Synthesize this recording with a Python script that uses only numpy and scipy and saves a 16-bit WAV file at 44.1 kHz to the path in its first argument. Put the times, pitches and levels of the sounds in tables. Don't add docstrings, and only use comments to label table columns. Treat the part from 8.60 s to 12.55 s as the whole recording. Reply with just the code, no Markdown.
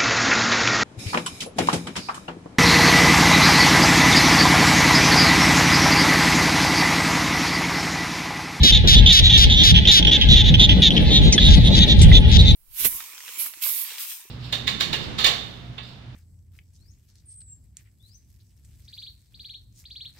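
import sys
import numpy as np
from scipy import signal
from scipy.fft import rfft, irfft
from scipy.io import wavfile
from scipy.ndimage import uniform_filter1d, minimum_filter1d

SR = 44100
rng = np.random.default_rng(int(sys.argv[2]) if len(sys.argv) > 2 else 0)


def dump(signal):
    limited = np.clip(np.atleast_2d(signal).T, -1, 1)
    pcm = np.round(limited * 32767).astype(np.int16)
    wavfile.write(sys.argv[1], SR, pcm)


N = 174195
T = np.arange(N) / SR
SAC_HZ, TOP_HZ = 3600, 15900
PAN_DB, PAN_DB_PER_MS = -1, -5.5


# (start [s], length [s], level [dB])
NEAR_CROAKS = [(0.033,0.084,-1.5),(.275,0.087,-6.5),(0.525,0.084,-4.5),(0.776,0.08,-5.5),(1.036,0.088,-6),(1.315,0.087,-3.5),(2.889,0.073,-19),(3.15,0.049,-18),(3.391,0.058,-22),(3.716,0.065,-19.5)]
# (frequency [Hz], level [dB])
NEAR_THROAT = [(900,-32),(1300,-23.5),(1750,-17),(2600,-14),(3150,-1.5),(3700,5),(4200,-9),(4900,-9),(6800,-17),(8000,-35),(9000,-33.5),(10000,-29),(11000,-25),(12200,-33.5),(15000,-53)]
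# (share of its length [0-1], level [dB])
NEAR_LOUDNESS = [(0,5),(.45,11),(.85,13),(1,-19.5)]
# (time [s], left minus right [dB])
NEAR_BALANCE = [(1.4,2.5),(3.7,7)]

def near_frog():
    out = np.zeros((2, N))
    for start, length, db in NEAR_CROAKS:
        dulling_db = min(db + 6.5, 0)
        throat = ring([(hz, level + dulling_db * (hz > 9500)) for hz, level in NEAR_THROAT])
        call = croak(throat, length, rate_hz=468, slowing=.28, arch=0, shape=NEAR_LOUDNESS,
                     sac=lambda u: 1 + .11 * (.5 - u), jitter=.011, scatter_db=3)
        add(out, call, start, db, curve(NEAR_BALANCE, start), lag_ms=-.442)
    return out


# (start [s], length [s], level [dB], left side's delay [ms])
HARD_CROAKS = [(.123,0.061,-12.5,-.02),(.461,0.036,-9.5,.25),(.494,0.038,-10.5,-.02),(.696,0.041,-13.5,-.02),(.735,0.039,-8.5,.48),(.899,0.059,-15,.25),(1.272,0.069,-10.5,-.02),(1.513,.06,-12.5,-.02),
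               (1.757,0.068,-13.5,-.02),(1.996,0.066,-10,.25),(2.22,.07,-11.5,-.02)]
SOFT_CROAKS = [(.33,0.083,-14.5,0.22),(.625,0.073,-13.5,0.15),(.955,0.092,-13.5,0.2),(1.688,0.071,-11.5,0.19),(1.84,0.072,-19.5,-.02),(2.505,0.097,-14.5,-0.068),(2.615,0.088,-24,-0.16),
               (2.798,0.11,-16.5,0.24),(3.04,0.061,-21,0.23),(3.105,0.072,-21,0.33),(3.195,0.06,-15,-0.46),(3.28,0.061,-16,0.19),(3.525,0.065,-11,0.49),(3.778,0.051,-17.5,0.2),(3.85,0.083,-18.5,-0.5)]
# (share of its length [0-1], level [dB])
HARD_LOUDNESS = [(0,8),(.3,9),(.85,7.5),(1,-0.5)]
SOFT_LOUDNESS = [(0,-1),(.35,5),(.75,7),(1,-10)]
# (frequency [Hz], level [dB])
THROAT = [(900,-44.5),(1300,-42),(1750,-19),(2600,-15),(3150,-2.5),(3600,9),(3950,-1.5),(4500,-17),(5200,-22.5),(6200,-19),(7000,-21),(8000,-92),(10500,-51),(11800,-37.5),(16000,-67.5)]

def neighbours():
    out, throat = np.zeros((2, N)), ring(THROAT)
    for table, rate_hz, sac_hz, arch, shape in ((HARD_CROAKS, 485, 3583, 0, HARD_LOUDNESS),
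                                                (SOFT_CROAKS, 440, 3618, .13, SOFT_LOUDNESS)):
        for start, length, db, lag in table:
            pace, tiring, pitch = rng.uniform(-1, 1, 3)
            slowing = (.16 - arch) * (1 + .5 * tiring)
            sac = tightening_sac(sac_hz * (1 + .035 * pitch))
            call = croak(throat, length, rate_hz * (1 + .06 * pace), slowing, arch, shape, sac,
                         jitter=.022, scatter_db=2)
            add(out, call, start, db, PAN_DB + PAN_DB_PER_MS * lag, lag)
    return out


# (start [s], length [s], level [dB], left side's delay [ms])
CHUCKLES = [(1.143,0.022,-17,0.49),(1.161,0.034,-12,0.48),(1.2535,0.013,-16.5,-0.37),
            (1.427,.006,-13.5,0.5),(1.4494,0.0072,-11.5,0.46),(1.47,0.032,-13,0.53),(1.613,0.033,-15,0.44),
            (1.941,0.018,-12.5,0.48),(2.092,0.038,-14,0.48),(2.306,.02,-18,-.36),(2.366,0.017,-14.5,-0.37)]

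def chuckles():
    out, throat = np.zeros((2, N)), ring(THROAT)
    for start, length, db, lag in CHUCKLES:
        call = croak(throat, length, rate_hz=310, slowing=.077, arch=0, shape=[(0, 0), (1, -6.5)],
                     sac=lambda u: 3246 / SAC_HZ, jitter=.08, scatter_db=2.5)
        add(out, call, start, db, PAN_DB + PAN_DB_PER_MS * lag, lag)
    return out


# (start [s], length [s], first pitch [Hz], last pitch [Hz], level [dB], brightest at [Hz])
CHIRPS = [(2.7245,0.035,1390,1003,-16,6050),(2.7792,0.017,1830,1690,-12,3550),(3.416,0.0356,1194,1007,-20.5,7840),(3.516,0.015,2060,1980,-21.5,2010)]

def chirps():
    out = np.zeros((2, N))
    width_octaves, fade_s = .21, .02
    for start, length, first_hz, last_hz, db, bright_hz in CHIRPS:
        t = T[:int(length * SR)]
        u = t / length
        slide_hz = last_hz + (first_hz - last_hz) * np.exp(-4 * u)
        roughness = unit(uniform_filter1d(rng.standard_normal(len(t)), size=12))
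        hz = slide_hz + 175 * np.exp(-2 * t / fade_s) * roughness
        phase, call = 2 * np.pi * np.cumsum(hz) / SR, 0
        for harmonic in range(1, 11):
            ratio = harmonic * slide_hz / bright_hz
            flash = np.exp(-(np.log2(ratio) / width_octaves) ** 2 - t / fade_s)
            body = amp(-14.5) / (1 + ratio ** 10)
            call = call + (flash + body) * (harmonic * last_hz > 1500) * np.sin(harmonic * phase)
        fades = np.minimum(u / .025, 1) * np.minimum((1 - u) / .43, 1)
        add(out, unit(call * fades), start, db, PAN_DB, lag_ms=-.05)
    return out


# (frequency [Hz], level [dB])
FAR_THROAT = [(1100,-49),(1750,-9.5),(2700,-10.5),(3600,2),(4800,-19.5),(6600,-28.5),(8200,-47),(14000,-56)]

def far_frogs(count=95, drone_hz=847, width_hz=105):
    out, throat = np.zeros((2, N)), ring(FAR_THROAT)
    for k, (when, pace, pitch, loud, where) in enumerate(rng.uniform(-1, 1, (count, 5))):
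        sac = tightening_sac(SAC_HZ * (1 + .09 * pitch))
        call = croak(throat, length=.07, rate_hz=440 * (1 + .15 * pace), slowing=.08, arch=.13,
                     shape=SOFT_LOUDNESS, sac=sac, jitter=.021, scatter_db=2)
        start = (k + when) / count * N / SR - .03
        add(out, call, start, db=4 * loud, pan_db=-3 * where, lag_ms=.48 * where)
    drone = unit(band(drone_hz, width_hz) + .5 * np.array([band(drone_hz, width_hz) for _ in range(2)]))
    return amp(-26) * unit(out + echo(out, fade_s=.4)) + amp(-43) * drone


# (time [s], level [dB])
RASP_LOUDNESS = [(1.7,-73),(2.3,-56.5),(2.9,-52),(3.95,-62)]

def insects(rasp_hz=9350, swells_hz=9.4, teeth_hz=230):
    swell = .5 + .5 * np.cos(2 * np.pi * swells_hz * (T - 2.65) + .4 * wander(10))
    teeth = 1 + .6 * np.sin(2 * np.pi * teeth_hz * T)
    hz = rasp_hz + 120 * (swell - .5) + 110 * wander(760)
    tone = np.sin(2 * np.pi * np.cumsum(hz) / SR)
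    rasp = unit(tone * (swell ** 2 + .15) * teeth * amp(2 * wander(20)))
    whine = np.array([band(hz=15035, width_hz=70) for _ in range(2)])
    return rasp * amp(curve(RASP_LOUDNESS, T)) + amp(-62.5) * whine


# (time [s], level [dB])
RUMBLE_LOUDNESS = [(0,-13),(1.43,-17),(3.1,-12.5),(3.9,-8.5)]
RUSH_LOUDNESS = [(0,-26),(1.2,-27.5),(2.5,-22),(3.9,-25.5)]
# (frequency [Hz], level [dB])
RUMBLE_TONE = [(15,-26.5),(42,3),(62,4),(100,-2.5),(160,-7),(230,-18),(400,-71.5)]
RUSH_TONE = [(90,-17.5),(180,1),(380,-14.5),(600,-19.5),(760,-27),(1100,-39.5),(3000,-56.5),(9000,-72.5)]

def wind(shared=.56):
    def pair(tone):
        return np.sqrt(shared) * noise(tone) + np.sqrt(1 - shared) * np.array([noise(tone), noise(tone)])
    rumble = pair(RUMBLE_TONE) * amp(curve(RUMBLE_LOUDNESS, T) + 3.76 * wander(12))
    rush = pair(RUSH_TONE) * amp(curve(RUSH_LOUDNESS, T) + 3.2 * wander(29.98))
    return rumble * amp([[1.2], [.3]]) + rush * amp([[3], [.8]])


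def croak(throat, length, rate_hz, slowing, arch, shape, sac, jitter, scatter_db):
    chance = np.random.default_rng(rng.integers(1 << 30))
    t = np.arange(int((length + .012) * SR)) / SR
    waver = list(zip(np.linspace(0, 1, 6), .022 * chance.standard_normal(6)))
    out, at = np.zeros(len(t)), 0.
    while at < length:
        u = at / length
        late, loud, tight = chance.standard_normal(3)
        part = slice(int(at * SR), int(at * SR) + 400)
        pitch = sac(u) * (1 + .012 * tight)
        click = np.interp((t[part] - at) * pitch, *throat, left=0, right=0)
        out[part] += amp(curve(shape, u) + scatter_db * loud) * click
        pace = 1 - slowing * u + arch * np.sin(np.pi * u) + curve(waver, u)
        at += np.exp(jitter * late) / (rate_hz * max(pace, .5))
    return out / np.sqrt(np.sum(out ** 2) / (length * SR))


def ring(tone, size=8192):
    fine_rate = 4 * SR
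    hz = np.fft.rfftfreq(size, 1 / fine_rate)
    cepstrum = irfft(np.log(gains(tone, hz) / (1 + (hz / TOP_HZ) ** 8)))
    cepstrum[1:size // 2] *= 2
    cepstrum[size // 2 + 1:] = 0
    return np.arange(size // 4) / fine_rate, irfft(np.exp(rfft(cepstrum)))[:size // 4]


def tightening_sac(hz):
    return lambda u: hz / SAC_HZ * (1 + .025 * (np.sin(np.pi * u) - 2 / np.pi))


def echo(sound, fade_s):
    t = T[:SR // 2]
    tail = rng.standard_normal((2, len(t))) * amp(-60 * t / fade_s) * (t > .003)
    tail /= np.sqrt(np.sum(tail ** 2, axis=1, keepdims=True))
    return signal.fftconvolve(sound, tail, axes=1)[:, :N]


def add(out, sound, start, db, pan_db, lag_ms):
    for channel, side in enumerate((1, -1)):
        i = int(round((start + side * lag_ms / 2000) * SR))
        a, b = max(i, 0), min(i + len(sound), N)
        if b > a:
            out[channel, a:b] += amp(db + side * pan_db / 2) * sound[a - i:b - i]


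def amp(db):
    return 10 ** (np.asarray(db) / 20)


def unit(x):
    return x / np.sqrt(np.mean(x ** 2) + 1e-18)


def curve(points, at):
    return np.interp(at, *np.array(points, float).T)


def gains(tone, hz):
    f, db = np.array(tone, float).T
    return amp(np.interp(np.log(hz + 1), np.log(f), db))


def noise(tone):
    return unit(irfft(rfft(rng.standard_normal(N)) * gains(tone, np.fft.rfftfreq(N, 1 / SR)), N))


def band(hz, width_hz):
    f = np.fft.rfftfreq(N, 1 / SR)
    return unit(irfft(rfft(rng.standard_normal(N)) / (1 + (2 * (f - hz) / width_hz) ** 2) ** 2, N))


def wander(rate_hz):
    step = max(int(SR / rate_hz), 1)
    return unit(uniform_filter1d(np.repeat(rng.standard_normal(N // step + 1), step), step)[:N])


def scene():
    calls = near_frog() + neighbours() + chuckles() + chirps()
    return calls + amp(-15) * echo(calls, fade_s=.069) + far_frogs() + insects() + wind()


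def record(dry):
    needed = np.minimum(1, 1.08 / (np.abs(dry) + 1e-9))
    gain = uniform_filter1d(minimum_filter1d(needed, size=200, axis=1), size=200, axis=1)
    treble_cut = signal.ellip(8, .2, 70, TOP_HZ, fs=SR, output="sos")
    return signal.sosfilt(treble_cut, np.clip(dry * gain, -1, 1))


dry = scene()
out = record(dry)
dump(out)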